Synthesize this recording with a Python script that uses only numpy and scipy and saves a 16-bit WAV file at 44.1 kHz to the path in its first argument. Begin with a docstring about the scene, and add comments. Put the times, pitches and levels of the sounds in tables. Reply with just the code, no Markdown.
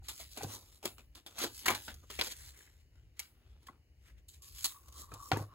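"""In a quiet room with a low rumble, hands peel a sticky note off its pad: grainy noise rustles in strokes,
fingers and pad knock plate and table (dying modes), and paper snaps in resonant crackly bursts.
From 2.3 s the note's edge scrapes on paper, as friction noise through a resonance.
Last, hands press and smooth the note onto paper lying on a plastic plate, which sings under the fingertips.
A close pair of microphones hears the treble a little earlier on the right."""
import sys
import numpy as np
from scipy import signal
from scipy.fft import rfft, irfft, next_fast_len
from scipy.io import wavfile
from scipy.ndimage import uniform_filter1d

SR = 44100
rng = np.random.default_rng(int(sys.argv[2]) if len(sys.argv) > 2 else 0)


def dump_mix(stems):
    """Bounce the given channels to the path in sys.argv[1] as a 16-bit WAV at rate SR."""
    frames = np.atleast_2d(stems).T  # one column per channel
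    limited = np.clip(frames, -1, 1)  # hard clip at full scale
    pcm = np.round(limited * 32767).astype(np.int16)
    wavfile.write(sys.argv[1], SR, pcm)


N = 244622
PADDED = next_fast_len(N)
HZ = np.fft.rfftfreq(PADDED, 1 / SR)
T = np.arange(N) / SR


def amp(db):
    """Decibels to gain."""
    return 10 ** (np.asarray(db) / 20)


def evened(x):
    """Scales to rms 1."""
    return x / np.sqrt(np.mean(x ** 2) + 1e-20)


def wander(samples):
    """Smoothed random curve of rms 1, averaged over this many samples."""
    return evened(uniform_filter1d(rng.standard_normal(N), samples))


def read(points):
    """A spectrum table at every frequency, joined on a log axis."""
    f, value = np.transpose(points)
    return np.interp(np.log(HZ + 1), np.log(f + 1), value)


def shaped(x, gain):
    """Filters by a gain given at every frequency."""
    return irfft(rfft(x, PADDED) * gain, PADDED)[..., :N]


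def add(mix, s, sound):
    """Mixes a sound in at time s."""
    part = mix[..., round(s * SR):][..., :sound.shape[-1]]
    part += sound[..., :part.shape[-1]]


def air():
    """Faint steady hiss of the room over a rumble that swells slowly."""
    # Spectrum of the empty room: hz, level_db (per Hz, relative)
    room_spectrum = [(15, -37.5), (30, -30), (48, -2.5), (68, 1), (90, -8), (130, -14), (200, -29),
                     (330, -27), (700, -38), (1200, -51.5), (2000, -38.5), (2650, -40.5), (2950, -33.5),
                     (3250, -54.5), (4500, -42.5), (8000, -51), (16500, -49.5)]
    room_db, swell_db, rumble_hz = -60, 4.6, 150
    noise = shaped(rng.standard_normal((2, N)), amp(read(room_spectrum)))
    low = 1 / (1 + (HZ / rumble_hz) ** 2)
    rumble = amp(swell_db * wander(6000)) * shaped(noise, low)
    hiss = shaped(noise, 1 - low)
    return amp(room_db) * evened(rumble + hiss)


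def paper(grain_db, grain_size, patchy_db):
    """Paper-coloured noise in short uneven grains, its colour drifting at random in narrow patches."""
    # Colour of handled paper: hz, level_db (per Hz, relative)
    paper_spectrum = [(110, -30.5), (240, -1), (700, -7.5), (1700, -7.5), (3100, -4.5), (4500, -5.5),
                      (5900, -7), (7200, -4.5), (8600, -7), (11400, -6), (14000, -13), (16500, -8.5)]
    grains = amp(grain_db * wander(grain_size))
    z = signal.stft(rng.standard_normal((2, N)) * grains, nperseg=512, noverlap=384)[2]
    patches = rng.standard_normal(z.shape[1:])
    patches = uniform_filter1d(patches, size=3, axis=0)  # across frequency
    patches = evened(uniform_filter1d(patches, size=40, axis=1))  # along time
    x = signal.istft(z * amp(patchy_db * patches), nperseg=512, noverlap=384)[1][:, :N]
    return shaped(x, amp(read(paper_spectrum)))


def split(x, body_hz=None, flap_hz=None, lift=0):
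    """Parts a sound into hiss, body and flap of rms 1; body and flap may peak at a resonance."""
    flap_top_hz, body_top_hz = 1200, 4000
    hz = np.fft.rfftfreq(x.shape[-1], 1 / SR)
    low = 1 / (1 + (hz / flap_top_hz) ** 8)
    high = 1 / (1 + (hz / body_top_hz) ** 8)
    shares = [1 - high, high - low, low]  # of the power
    if lift:
        for k, f in ((1, body_hz), (2, flap_hz)):
            peak = 1 / (1 + ((hz - f) / (0.07 * f)) ** 2)
            shares[k] = shares[k] * (1 + lift * peak)
    return np.array([evened(irfft(rfft(x) * np.sqrt(share), x.shape[-1])) for share in shares])


def stroke(s, rise, hold, fall):
    """Power of a stroke that swells, holds and fades."""
    swing_db = 30  # covered in one rise or fall time
    before = (s - T) / max(rise, .002)
    after = (T - s - hold) / max(fall, .002)
    away = np.clip(np.maximum(before, after), 0, 5)
    return amp(-2 * swing_db * away)  # doubled, since this is power


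def rustle():
    """The sheet slides and bends under the hands: paper noise in strokes, each with its own three-band mix."""
    # Strokes of sliding and bending paper:
    # full_at_s, rise_s, hold_s, fall_s, hiss_db, body_db (above hiss), flap_db (above hiss)
    strokes = [(0.045, .03, 0.057, .05, -60.5, -8, -16), (0.1, .02, 0.089, 0.17, -54, -20, -26),
               (0.215, 0.094, .003, 0.12, -49.5, -10, -23), (0.332, 0.15, 0.044, 0.092, -54.5, -17, -42),
               (.37, 0.046, .06, 0.11, -60.5, 2, -5), (0.427, 0.034, .003, 0.061, -49, -20, -30),
               (0.482, .03, 0.035, 0.041, -62, -11, 4.5), (0.537, 0.21, .003, .13, -45, -16, -8.5),
               (0.651, 0.062, 0.12, 0.09, -64, -14.5, -12.5),
               (0.862, 0.045, 0.0026, 0.088, -44.5, -5.5, -3.5), (0.993, 0.035, .003, 0.086, -67.5, 5, 0),
               (1.179, 0.063, 0.0034, 0.077, -65, -1, -3), (1.273, .03, 0.092, .05, -65, -3, -7),
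               (1.393, 0.047, 0.048, 0.092, -42.5, -0.5, -10), (1.548, .08, 0.079, 0.04, -49, -16, -34),
               (1.715, 0.13, .005, 0.095, -47, 5.5, -0.5), (1.76, .02, 0.0061, 0.12, -49.5, -1.5, -13),
               (1.868, 0.29, 0.0035, 0.036, -49, -17, -31), (1.891, 0.037, 0.0032, 0.11, -53.5, -0.5, -4.5),
               (1.96, .03, 0.15, 0.015, -70.5, -8.5, -25), (2.038, 0.029, .003, 0.041, -78, -17, 16.5),
               (2.107, .03, 0.096, 0.061, -53, -3, -31), (2.235, 0.042, 0.037, 0.043, -44.5, -5, -23),
               (2.313, 0.079, .003, 0.054, -44.5, -7, -34), (2.361, .03, 0.13, 0.094, -55, -14.5, -23),
               (2.585, 0.25, 0.0067, 0.31, -61.5, -11, -12.5), (2.808, .1, .003, 0.11, -75, -3.5, -29),
               (2.958, 0.1, 0.0032, .3, -81.5, 2, 0), (3.213, 0.06, .003, 0.11, -57, 0.5, -12.5),
               (3.289, 0.12, 0.27, 0.14, -93.5, 12, 12.5), (3.52, 0.18, 0.0018, 0.065, -80, -9, -15),
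               (3.629, 0.1, 0.05, .05, -75.5, -1.5, -2.5), (3.695, 0.022, 0.0095, 0.13, -81, 3, 18),
               (4.083, 0.13, 0.0032, 0.089, -67, -4, -12), (4.183, 0.024, .003, 0.039, -73.5, 0, -20),
               (4.342, .025, 0.0027, 0.091, -60.5, -9.5, -45), (4.436, .03, 0.057, 0.14, -56.5, -15, -37),
               (4.583, 0.14, 0.12, 0.12, -49.5, -12, -42), (4.89, 0.6, .003, .05, -66, -19, -8),
               (5.006, 0.12, 0.0036, 0.073, -46, -20.5, -15.5), (5.141, 0.096, 0.0027, .1, -71, 3, 13.5),
               (5.291, 0.29, .003, 0.046, -51, -35, -19), (5.335, 0.031, 0.0027, 0.083, -55, 10, 17),
               (5.377, 0.009, 0.047, 0.074, -55, -18, 4.5), (5.54, 0.16, .003, .05, -78.5, 4, 13.5)]
    power = np.zeros((3, N))
    for s, rise, hold, fall, hiss_db, body_db, flap_db in strokes:
        band_db = hiss_db + np.array([[0], [body_db], [flap_db]])
        power += stroke(s, rise, hold, fall) * amp(band_db) ** 2
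    sheet = paper(grain_db=2.8, grain_size=100, patchy_db=3)
    sheet = np.pad(sheet, ((0, 0), (0, PADDED - N)))  # a length quick to transform
    return np.einsum("bcn,bn->cn", split(sheet)[..., :N], np.sqrt(power))  # b bands, c channels


def ring(modes, soft_s):
    """Dying modes with a softened start, slightly different at each call."""
    t = T[:SR // 2]
    tones = np.zeros(len(t))
    for hz, db, t60 in modes:
        level_scatter, pitch_scatter = rng.standard_normal(2)
        fading = amp(db + 1.5 * level_scatter - 60 * t / t60)
        tones += fading * np.sin(2 * np.pi * hz * (1 + .02 * pitch_scatter) * t)
    return tones * (1 - np.exp(-t / soft_s))


def knocks():
    """A blow of fingers or pad rings the plate at once and the table a moment later."""
    # Blows: start_s, plate_db, table_db (above plate), pitch_hz (of the plate where struck)
    blows = [(.021, -57, -1, 800), (.198, -45, -13, 677), (0.4085, -34, -8, 820), (.432, -34, 3, 421),
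             (0.443, -35.5, -16.5, 800), (0.842, -40, -24, 444), (0.857, -48.5, -1.5, 365),
             (1.44, -40, -11, 417), (1.691, -23.5, -16.5, 1034), (2.278, -47.5, -23, 507),
             (3.685, -39.5, -16, 1103), (3.69, -53, -9.5, 763), (5.117, -41.5, -1.5, 1330),
             (5.3164, -17.5, -5.5, 785), (5.363, -29.5, -9, 910), (5.394, -37.5, 7, 800)]
    # Modes of the plastic plate: multiple of the blow's pitch, level_db, t60_s
    plate_modes = [(1, -1.5, 0.05), (1.19, -4, 0.021), (1.85, -9.5, 0.037), (3, -17.5, .03)]
    # Modes of the table: hz, level_db, t60_s
    table_modes = [(103.4, -6.5, 0.27), (128, -2.5, 0.092), (308, -10, 0.093)]
    table_delay_s = 0.012
    out = np.zeros((2, N))
    for s, db, table_db, hz in blows:
        struck = np.multiply(plate_modes, [hz, 1, 1])
        plate = np.array([ring(struck, soft_s=.002) for side in out])  # drawn anew for each side
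        add(out, s, amp(db) * plate)
        add(out, s + table_delay_s, amp(db + table_db) * ring(table_modes, soft_s=0.0042))
    return out


def snaps():
    """Each snap is a crackly burst that rises fast and dies away, the flap more slowly than the crack."""
    # Paper snaps and slips: start_s, crack_db, body_db (above crack), flap_db (above crack),
    # t60_s (of the crack, at least 0.01 s), body_hz, flap_hz
    bursts = [(.043, -66, -1, -30, 0.19, 3620, 250), (0.082, -36.5, -6, -20, 0.12, 3970, 900),
              (0.194, -48, -6, -9.5, 0.12, 4310, 700), (0.37, -44, -8, -2, 0.12, 2300, 720),
              (.4315, -35, -15, -15.5, 0.048, 4270, 780), (.439, -60.5, -28, 16.5, 0.13, 1310, 253),
              (.826, -52, -4.5, -2.5, 0.13, 2640, 830), (0.854, -31, -6.5, -2.5, 0.032, 4470, 375),
              (0.98, -59, -2, -0.5, 0.1, 1250, 277), (1.148, -51, -6, -6, 0.13, 3930, 304),
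              (1.2617, -47.5, -4, -9.5, 0.084, 3500, 820), (1.386, -38.5, -23, -24, 0.089, 4140, 770),
              (1.412, -38, 0.5, -4, .17, 4060, 350), (1.439, -33, -15, 0.8, .045, 3910, 445),
              (1.6545, -32.5, 1, -9, 0.19, 1810, 870), (1.68, -35.5, 5.5, 0.5, 0.11, 2160, 730),
              (1.7002, -42.5, -6, 4.8, 0.11, 1250, 1060), (1.748, -39, 2.5, -15.5, .05, 4240, 403),
              (1.8785, -57, 15, 8, 0.078, 1500, 730), (1.941, -47.5, -31, -20.5, 0.045, 2930, 714),
              (2.0995, -47.5, -1, -3.5, 0.083, 1390, 402), (2.1878, -41, 7, 2, 0.1, 2310, 475),
              (2.2112, -32.5, 6, -5.5, 0.042, 4530, 1060), (2.267, -43, -8, -10.5, 0.079, 3300, 494),
              (2.3165, -41, -9, -19, 0.073, 3720, 421), (3.166, -66, -3.5, -17.5, .052, 1920, 268),
              (3.193, -31.5, -14, -32, 0.033, 2290, 875), (3.198, -38, -3, -30, 0.026, 2200, 875),
              (3.666, -55.5, -4.5, -12, 0.092, 1740, 1100), (4.28, -52.5, -16, -33.5, 0.21, 3620, 315),
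              (4.42, -49.5, -34, -32, 0.042, 3670, 1090), (4.642, -23, -10, -26.5, 0.091, 4200, 1100),
              (4.882, -52, -18, -10, 0.038, 1200, 1090), (4.9225, -55, -10.5, -22, 0.085, 1210, 1000),
              (5.1175, -57, -14, 10, 0.046, 1340, 284), (5.138, -42.5, -42, -13, 0.036, 1220, 1100),
              (5.3151, -43.5, 12, 12, 0.065, 1390, 730), (5.371, -40.5, -38, 13, 0.029, 1330, 310)]
    rise_share = .03  # of the t60
    slowness = np.array([[1], [1.1], [1.4]])  # t60 of crack, body and flap over the crack's
    out, t = np.zeros((2, N)), T[:8192]
    crackle = paper(grain_db=3.2, grain_size=70, patchy_db=2.5)
    crackle = np.pad(crackle, ((0, 0), (0, len(t))), "wrap")
    for s, db, body_db, flap_db, t60, body_hz, flap_hz in bursts:
        rise = max(rise_share * t60, 1e-4)
        onset = np.minimum(t / rise, 1) ** 2
        fade_db = -60 * np.maximum(t - rise, 0) / (max(t60, .01) * slowness)
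        band_db = db + np.array([[0], [body_db], [flap_db]])
        levels = onset * amp(band_db + fade_db)
        piece = crackle[:, round(s * SR):][:, :len(t)]
        parts = split(piece, body_hz, flap_hz, lift=14)
        add(out, s, np.einsum("bcn,bn->cn", parts, levels))
    return out


def friction(hz, width_hz):
    """Uneven friction noise through one resonance."""
    slips = amp(4.0 * wander(400))
    resonance = 1 / (1 + ((HZ - hz) / width_hz) ** 2)
    return evened(shaped(rng.standard_normal((2, N)) * slips, resonance))


def scrape():
    """The note's edge scrapes on the paper: strokes of friction noise in one broad band."""
    # Scrapes: full_at_s, rise_s, hold_s, fall_s, level_db
    scrapes = [(2.343, .02, 0.163, .03, -67), (2.588, 0.16, .003, 0.32, -63),
               (4.1, 0.098, 0.0033, .02, -61), (4.192, 0.21, .003, 0.04, -75)]
    power = sum(stroke(s, rise, hold, fall) * amp(db) ** 2 for s, rise, hold, fall, db in scrapes)
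    return np.sqrt(power) * friction(hz=1970, width_hz=520)


def rub():
    """Fingertips rub the plate, which sings in one narrow band."""
    # Loudness of the rubbing, joined by straight lines: time_s, level_db
    rub_levels = [(4.38, -104), (4.434, -71), (4.6, -88), (4.756, -60.5), (4.83, -79), (5.014, -55.5),
                  (5.09, -69), (5.214, -50), (5.32, -70), (5.44, -55), (5.47, -83), (5.505, -65),
                  (5.547, -63.5)]
    s, db = np.transpose(rub_levels)
    return amp(np.interp(T, s, db)) * friction(hz=1130, width_hz=80)


def walls(x):
    """Reflections: noise tails, each band dying at its own speed."""
    # Decay of the room: hz, t60_s
    room_decay = [(200, 0.37), (1500, 0.034), (6000, 0.19), (15000, 0.59)]
    f, decay_s = np.transpose(room_decay)
    hz, t, z = signal.stft(rng.standard_normal((2, SR // 2)), SR, nperseg=256)
    t60 = np.interp(np.log(hz + 1), np.log(f), decay_s)
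    tail = signal.istft(z * amp(-60 * t / t60[:, None]), SR, nperseg=256)[1]
    tail = np.pad(tail, ((0, 0), (200, 0)))  # samples before the first reflection
    tail = tail / np.linalg.norm(tail[0])
    return signal.fftconvolve(x, tail, axes=1)[:, :N]


def scene():
    """Two views of the same events, their noise unrelated, with the room's answer."""
    walls_db = -15.5
    hands = rustle() + knocks() + snaps() + scrape() + rub()
    return air() + hands + amp(walls_db) * walls(hands)


def record(dry):
    """The right microphone shares most of the left's sound, shifted in phase; then the band limit."""
    # Left-right likeness: hz, likeness (0 to 1)
    likeness = [(60, .97), (130, .93), (300, .86), (1000, .75), (2500, .55), (5400, .65), (7100, .88),
                (8500, .98), (16500, .96)]
    # Phase by which the right leads: hz, lead_rad
    phase_lead = [(0, 0), (1000, .2), (2670, 1.9), (4050, 1.4), (5400, 3.14), (6630, 6.1), (7580, 7.2),
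                  (9280, 9.42), (11400, 12.57), (13520, 15.71), (16500, 20.1)]
    # Balance of the pair: hz, left_over_right_db
    balance = [(100, 1.5), (600, 2), (2500, 3.5), (4500, -0.5), (6000, 0.5), (9000, -0.5)]
    edge_hz = 15850
    hz, turn = np.transpose(phase_lead)
    same = np.clip(read(likeness), 0, 1)
    lead = np.exp(1j * np.interp(HZ, hz, turn))
    tilt = amp(read(balance) / 2)  # half on each side
    shares = np.array([same, np.sqrt(1 - same ** 2)])
    right = shaped(dry, lead / tilt * shares).sum(0)
    pair = np.array([shaped(dry[0], tilt), right])
    band_limit = signal.firwin(511, edge_hz, window=("kaiser", 9), fs=SR)
    return signal.oaconvolve(pair, band_limit[None], "same")


dry = scene()
out = record(dry)
dump_mix(out)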